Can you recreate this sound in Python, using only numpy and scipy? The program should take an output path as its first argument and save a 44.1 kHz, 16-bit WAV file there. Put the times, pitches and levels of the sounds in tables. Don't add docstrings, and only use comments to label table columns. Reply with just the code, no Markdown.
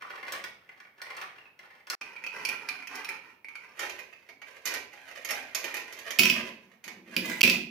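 import sys
import numpy as np
from scipy import signal
from scipy.fft import rfft, irfft, next_fast_len
from scipy.io import wavfile
from scipy.ndimage import uniform_filter1d, map_coordinates

SR = 44100
rng = np.random.default_rng(int(sys.argv[2]) if len(sys.argv) > 2 else 0)


def wrap_up_sound(samples):
    columns = np.atleast_2d(samples).T
    tamed = np.clip(columns, -1, 1)
    steps = np.round(tamed * 32767).astype(np.int16)
    wavfile.write(sys.argv[1], SR, steps)


N = 339566
TIME = np.arange(N) / SR


def amp(db):
    return 10 ** (np.asarray(db) / 20)


def unit(x):
    return x / np.sqrt(np.mean(x ** 2) + 1e-20)


def along(points, hz):
    point_hz, values = np.transpose(points)
    return np.interp(np.log(hz + 1), np.log(point_hz + 1), values)


def filtered(x, response):
    size = next_fast_len(x.shape[-1] + SR // 4)
    spectrum = rfft(x, size) * response(np.fft.rfftfreq(size, 1 / SR))
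    return irfft(spectrum, size)[..., :x.shape[-1]]


def causal(level_db, size=2048):
    level = amp(level_db(np.fft.rfftfreq(size, 1 / SR)))
    cepstrum = irfft(np.log(level + 1e-6))
    cepstrum[1:size // 2] *= 2
    cepstrum[size // 2 + 1:] = 0
    return irfft(np.exp(rfft(cepstrum)))


def treble(hz, edge_hz=3500):
    return 1 - 1 / (1 + (hz / edge_hz) ** 4)


def wobble(knots_per_s):
    knots = rng.standard_normal(int(N * knots_per_s / SR) + 4)
    return map_coordinates(knots, [TIME * knots_per_s], order=1)


def add(track, start_s, sound):
    space = track[max(round(start_s * SR), 0):][:len(sound)]
    space += sound[:len(space)]


def spread(pair):
    # (frequency [Hz], left-right likeness [-1 to 1])
    likeness = [(100, 0.84), (300, 0.9), (700, 0.61), (1500, 0.063), (10000, 0)]

    def mid_side(hz):
        turn = np.arccos(np.clip(along(likeness, hz), -1, 1)) / 2
        return np.array([np.cos(turn), np.sin(turn)])

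    mid, side = filtered(pair, mid_side)
    return np.array([mid + side, mid - side])


def in_room(x, rightward, wet_db, near_db):
    # (frequency [Hz], T60 [s])
    room_t60 = [(150, 1), (500, 0.52), (1400, 0.34), (2600, 0.49), (5500, 0.36), (12000, 0.3)]
    # (frequency [Hz], left minus right [dB])
    head_shadow = [(120, -4.5), (250, -2.5), (500, -4.5), (1000, 2.5), (2200, -9), (4500, -3), (8000, -15),
                   (12000, -9)]
    hz, t, z = signal.stft(rng.standard_normal((2, SR)), SR, nperseg=256)
    decay = amp(-60 * t / along(room_t60, hz)[:, None])
    tail = signal.istft(z * decay, SR, nperseg=256)[1][:, :SR]
    t = np.arange(SR) / SR
    tail = unit(tail * (1 - np.exp(-t / 0.004)))
    near = unit(rng.standard_normal((2, SR)) * amp(-60 * t / 0.059))
    echoes = spread(amp(wet_db) * tail + amp(near_db) * near) / np.sqrt(SR)
    heard = x + signal.fftconvolve(x[None], echoes, axes=1)[:, :N]
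    halves = np.array([[0.5], [-0.5]])
    return filtered(heard, lambda hz: amp(rightward * along(head_shadow, hz) * halves))


def ring(modes, t):
    strengths_db = rng.normal(0, 2, len(modes))
    tones = np.zeros(len(t))
    for (hz, width_hz, db), extra_db in zip(modes, strengths_db):
        decay = np.exp(-np.pi * width_hz * t)
        tone = np.sin(2 * np.pi * (hz * t + rng.random()))
        tones += amp(db + extra_db) * np.sqrt(width_hz) * decay * tone
    return tones * (1 - np.exp(-t / 0.00027))


def ping(hz, t, t60_s):
    return unit(np.sin(2 * np.pi * hz * t) * amp(-60 * t / t60_s) * (1 - np.exp(-t / 0.001)))


def pitched(hits, ring_hz, scatter):
    offsets = rng.uniform(-0.94, 1, len(hits))
    return [(*hit, ring_hz * np.exp(scatter * offset)) for hit, offset in zip(hits, offsets)]


def clacks(hits, colour, modes, t60_s, ring_db, spot_db, thin_db, gain_db):
    track, t = np.zeros(N), np.arange(SR // 10) / SR
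    usual_db = np.mean([hit[2] for hit in hits])
    crack = amp(-60 * t / 0.0025)
    for start_s, db, treble_db, spot_hz in hits:
        hardness_db = treble_db - usual_db

        def body_db(hz):
            return along(colour, hz) + hardness_db * treble(hz) - thin_db * (1 - treble(hz, 1800))

        chatter = rng.standard_normal(len(t)) * (amp(-60 * t / t60_s) + crack)
        clack = unit(signal.fftconvolve(chatter, causal(body_db))[:len(t)])
        clack += amp(ring_db) * unit(ring(modes, t))
        clack += amp(spot_db - 0.5 * hardness_db) * ping(spot_hz, t, t60_s)
        add(track, start_s, amp(db + gain_db) * unit(clack))
    return track


def run_level(runs, t):
    start_db_per_s, gather_db_per_s, brake_db_per_s = 494.5, 4.5, 231
    levels_db = []
    for start, end, db in runs:
        level_db = db - gather_db_per_s * np.maximum(end - t, 0)
        level_db = level_db - start_db_per_s * np.maximum(start - t, 0)
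        levels_db.append(level_db - brake_db_per_s * np.maximum(t - end, 0))
    return np.max(levels_db, axis=0)


def bumps(runs, bumps_per_s, spike_db, flutter_db):
    sizes = amp(spike_db * np.minimum(rng.exponential(size=N), 4)) * rng.choice([-1, 1], N)
    force = unit(sizes * (rng.random(N) < bumps_per_s / SR))
    return force * amp(run_level(runs, TIME) + flutter_db * wobble(35))


def rolling(runs, colour, modes, bumps_per_s, spike_db, dull_db, ring_db, gain_db):
    force = bumps(runs, bumps_per_s, spike_db, flutter_db=3.0)
    body = causal(lambda hz: along(colour, hz) + dull_db * treble(hz))
    sound = signal.oaconvolve(force, body / np.linalg.norm(body))[:N]
    strengths = np.array([amp(db + dull_db * treble(hz)) * np.sqrt(width) for hz, width, db in modes])
    strengths = strengths / np.linalg.norm(strengths)
    for (hz, width_hz, _), strength in zip(modes, strengths):
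        tone = signal.lfilter(*signal.iirpeak(hz, hz / width_hz, SR), force)
        tone = tone * np.sqrt(SR / (np.pi * width_hz))
        swell = unit(amp(5 * wobble(22)))
        sound = sound + amp(ring_db) * strength * tone * swell
    return amp(gain_db) * sound


def moving(x, sway_ms=0.6, echo_db=-5):
    delay_ms = 2 + sway_ms * uniform_filter1d(wobble(4.6), SR // 10)
    return x + amp(echo_db) * np.interp(TIME - delay_ms / 1000, TIME, x)


def skips(runs, ticks_per_s, pitch_hz, gain_db):
    track, t = np.zeros(N), np.arange(SR // 30) / SR
    first, last = runs[0][0], runs[-1][1]
    times = np.arange(first, last, 1 / ticks_per_s)
    for at, (late, pitch, size) in zip(times, rng.standard_normal((len(times), 3))):
        at = np.clip(at + late / ticks_per_s / 2, first, last)
        tick = ping(pitch_hz * np.exp(0.296 * np.tanh(pitch)), t, 0.0076)
        add(track, at, amp(run_level(runs, at) + gain_db + 3.6 * size) * tick)
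    return track


def chutes():
    # (time [s], level [dB], treble [dB], strongest ring [Hz])
    contacts = [(0.021, -29.5, -23.5, 1225), (0.102, -35.5, -36.5, 1480), (0.229, -28, -28, 2150),
                (0.322, -25, -5.5, 1660), (0.44, -24.5, -20.5, 1920), (0.691, -36, -29.5, 2040),
                (0.802, -38, -21, 2270), (0.85, -42, -36, 2260), (1.017, -28, -13.5, 1820),
                (1.106, -32.5, -37, 2130), (1.167, -31.5, -13, 1940), (1.214, -27.5, -20.5, 1780),
                (1.383, -39.5, -30, 2780), (1.455, -41.5, -37, 2566), (1.591, -37.5, -26.5, 2030),
                (1.87, -35.5, -18, 1770), (1.9, -20, -6.5, 1950)]
    # (start [s], end [s], level at full speed [dB])
    runs = [(0, 0.38, -49), (0.56, 0.87, -68), (0.98, 1.1, -56.5), (1.06, 1.24, -47.5), (1.33, 1.46, -64),
            (1.6, 1.8, -63.5), (1.91, 1.95, -43)]
    # (frequency [Hz], level [dB per Hz])
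    colour = [(35, -21), (60, -29.5), (380, -12), (417, -12), (1140, -2), (1220, -2), (1340, -12),
              (1860, -2.5), (3850, -15.5), (5720, -18), (6900, -30.5), (8320, -27.5), (16000, -32)]
    # (frequency [Hz], width [Hz], level [dB])
    modes = [(1267, 9.6, -11), (1448, 16, 11), (1630, 31, -8), (1714, 58, -40), (2200, 23, 3),
             (2756, 20, 3)]
    hits = clacks(contacts, colour, modes, t60_s=0.025, ring_db=-8.0, spot_db=-2.5,
                  thin_db=1.0, gain_db=-26.5)
    roll = rolling(runs, colour, modes, bumps_per_s=380, spike_db=4.5, dull_db=-4.0,
                   ring_db=-16, gain_db=-6.5)
    ticks = skips(runs, ticks_per_s=26, pitch_hz=1604, gain_db=-7.5)
    return in_room(hits + moving(roll) + ticks, rightward=0.39, wet_db=4.5, near_db=5.5)


def air(level_db=-70):
    # (frequency [Hz], level [dB per Hz])
    colour = [(25, -21.5), (100, 6), (1000, 4.5), (8000, -21), (16000, -7)]
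    noise = spread(rng.standard_normal((2, N)))
    return amp(level_db) * unit(filtered(noise, lambda hz: amp(along(colour, hz))))


def blocks():
    # (time [s], level [dB], treble [dB])
    contacts = [(2.013, -27.5, -31), (2.163, -31, -28), (2.239, -25.5, -29), (2.265, -24, -25.5),
                (2.451, -19, -12.5), (2.488, -20.5, -19.5), (2.688, -21, -22), (2.825, -33, -28),
                (2.872, -30.5, -21), (2.955, -33.5, -11.5), (3.046, -28, -19), (3.089, -23, -20.5),
                (3.445, -32.5, -33.5), (3.485, -33.5, -30), (3.554, -29.5, -30)]
    # (start [s], end [s], level at full speed [dB])
    runs = [(2.01, 2.3, -53.5), (2.34, 2.44, -45), (2.48, 2.54, -42.5), (2.6, 2.8, -48.5),
            (2.91, 2.99, -42), (3.08, 3.12, -43.5), (3.18, 3.3, -59.5), (3.5, 3.75, -60)]
    # (frequency [Hz], level [dB per Hz])
    colour = [(35, -93), (60, -39), (124, -22), (244, -10.5), (480, -16.5), (1280, -4), (1700, -8.5),
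              (2470, -5), (3670, -23.5), (4320, -18), (6000, -22.5), (8120, -40), (9790, -30.5),
              (13300, -34.5), (16000, -39)]
    # (frequency [Hz], width [Hz], level [dB])
    modes = [(1350, 45, -25), (1580, 55, -42), (2440, 86, 25)]
    hits = clacks(pitched(contacts, ring_hz=2360, scatter=0.07), colour, modes, t60_s=0.015,
                  ring_db=-6.0, spot_db=5.0, thin_db=13, gain_db=-23.0)
    roll = rolling(runs, colour, modes, bumps_per_s=400, spike_db=2.0, dull_db=-3.5,
                   ring_db=-20.0, gain_db=-6)
    ticks = skips(runs, ticks_per_s=22, pitch_hz=1970, gain_db=-23)
    return in_room(hits + moving(roll) + ticks, rightward=1.0, wet_db=2.0, near_db=4.5)


def funnel():
    # (time [s], level [dB], treble [dB])
    contacts = [(3.793, -24.5, -15), (3.896, -29, -18.5), (3.99, -33, -22), (4.127, -40, -29.5),
                (4.289, -36, -26), (4.417, -33.5, -31), (4.655, -21.5, -7), (4.673, -22.5, -7.5),
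                (4.739, -23, -15.5), (5.248, -26, -12.5), (5.289, -25, -17.5), (5.307, -22, -8.5),
                (5.548, -19, -5.5), (5.642, -23, -19), (5.742, -25, -16), (5.768, -27, -16.5),
                (5.925, -34.5, -10.5), (5.989, -36, -7.5), (6.106, -25, -12.5), (6.841, -34, -11.5),
                (6.879, -30, -19)]
    # (start [s], end [s], level at full speed [dB])
    runs = [(3.79, 3.85, -42.5), (3.9, 4.01, -55), (4.08, 4.3, -65), (4.45, 4.62, -57), (4.68, 4.77, -44),
            (4.93, 5.06, -55), (5.09, 5.24, -51), (5.3, 5.34, -39), (5.44, 5.5, -49), (5.57, 5.8, -44.5),
            (5.88, 6.0, -51), (6.06, 6.48, -46), (6.55, 6.73, -64.5), (6.87, 6.91, -51.5),
            (7.08, 7.16, -54.5)]
    # (frequency [Hz], level [dB per Hz])
    colour = [(35, -74), (60, -25), (168, -25.5), (250, -10), (315, -12), (458, -8), (1410, -5.5),
              (1620, -13), (1740, -4.5), (2350, -2), (3190, -10.5), (6430, -9.5), (8120, -28.5),
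              (13000, -15), (16000, -48)]
    # (frequency [Hz], width [Hz], level [dB])
    modes = [(1012, 18, -1.5), (1568, 90, 0.5), (1930, 59, -4.5), (2367, 37, 3), (2650, 23, -6),
             (3620, 62, -11), (4725, 10, -5), (5930, 58, -16)]
    hits = clacks(pitched(contacts, ring_hz=2390, scatter=0.1), colour, modes, t60_s=0.055,
                  ring_db=-8, spot_db=-4.5, thin_db=2.0, gain_db=-23.0)
    roll = rolling(runs, colour, modes, bumps_per_s=810, spike_db=4, dull_db=-12.0,
                   ring_db=-5.5, gain_db=-6)
    return in_room(hits + moving(roll), rightward=0.9, wet_db=2.0, near_db=3.5)


def tower_hits():
    # (time [s], level [dB])
    drops = [(6.188, -4.5), (7.431, -5)]
    # (time after the fall [s], level step [dB], treble [dB])
    tumble = [(0, -1, -13), (0.0055, 2.5, -14), (0.046, -2.5, -18), (0.067, -3, -16.5)]
    # (time [s], level [dB], treble [dB])
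    further_contacts = [(6.299, -6.5, -16), (7.165, -10.5, -17), (7.409, -10, -14), (7.414, -4.5, -18.5)]
    hits = []
    for start_s, db in drops:
        for after_s, step_db, treble_db in tumble:
            hits.append((start_s + after_s, db + step_db, treble_db))
    return hits + list(further_contacts)


def tower():
    # (frequency [Hz], level [dB per Hz])
    colour = [(290, -63), (500, -24.5), (558, -23), (659, -28), (930, -33), (1010, -15), (1140, -43),
              (1330, -18.5), (1710, -21.5), (2480, -4.5), (3900, -17), (4730, -12), (7990, -33),
              (13500, -24.5)]
    # (frequency [Hz], width [Hz], level [dB])
    modes = [(2570, 73, -7), (3210, 95, -3.5), (4520, 30, -24), (4660, 55, -23), (5570, 170, 6)]
    hits = clacks(pitched(tower_hits(), ring_hz=2500, scatter=0.04), colour, modes, t60_s=0.026,
                  ring_db=-11.5, spot_db=-1.0, thin_db=-1.5, gain_db=-25.0)
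    return in_room(hits, rightward=1, wet_db=0, near_db=-5)


def boom(contact_db=-41, roll_db=-5):
    # (start [s], end [s], level at full speed [dB])
    runs = [(6.87, 7.15, -49.5), (7.175, 7.3, -34.5), (7.44, 7.48, -32.5)]
    # (frequency [Hz], width [Hz], level [dB])
    modes = [(108, 21, -18.5), (152, 21, -14), (189, 22, -4), (230.8, 21, 0), (304, 21, -5.5),
             (365.4, 19, 1), (405, 50, -10), (527, 21, -16)]
    t = np.arange(SR // 2) / SR
    shell = ring(modes, t)
    force = bumps(runs, bumps_per_s=700, spike_db=3.5, flutter_db=-5.0)
    track = amp(roll_db) * signal.fftconvolve(force, shell / np.linalg.norm(shell))[:N]
    onset = 1 - np.exp(-t / 0.0097)
    for start_s, db, _ in tower_hits():
        add(track, start_s, amp(db + contact_db) * unit(ring(modes, t) * onset))
    return in_room(track, rightward=0.57, wet_db=-7.0, near_db=-7.5)


def zigzag():
    # (start [s], end [s], level at full speed [dB])
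    runs = [(7.255, 7.32, -41.5), (7.34, 7.55, -49)]
    # (frequency [Hz], level [dB per Hz])
    colour = [(60, -27), (700, -4.5), (2000, -10), (3500, -12), (6000, -14), (8000, -22), (14000, -15.5)]
    # (frequency [Hz], width [Hz], level [dB])
    modes = [(989, 8, -9.5), (1670, 45, -5), (2060, 180, -5.5)]
    roll = rolling(runs, colour, modes, bumps_per_s=300, spike_db=4, dull_db=-2, ring_db=2, gain_db=-6)
    return in_room(moving(roll), rightward=0.9, wet_db=2.0, near_db=5.5)


def scene():
    return chutes() + blocks() + funnel() + tower() + zigzag() + boom() + air()


def record(dry, low_hz=50, top_hz=15700):
    # (start [s], end [s])
    dropouts = [(1.951, 2.0105), (7.4185, 7.4312)]
    heard = filtered(dry, lambda hz: treble(hz, low_hz))
    live = np.ones(N)
    for start, end in dropouts:
        live[(TIME > start) & (TIME < end)] = 0.01
    live = uniform_filter1d(live, size=64)
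    return filtered(heard * live, lambda hz: 1 / (1 + (hz / top_hz) ** 80))


dry = scene()
out = record(dry)
wrap_up_sound(out)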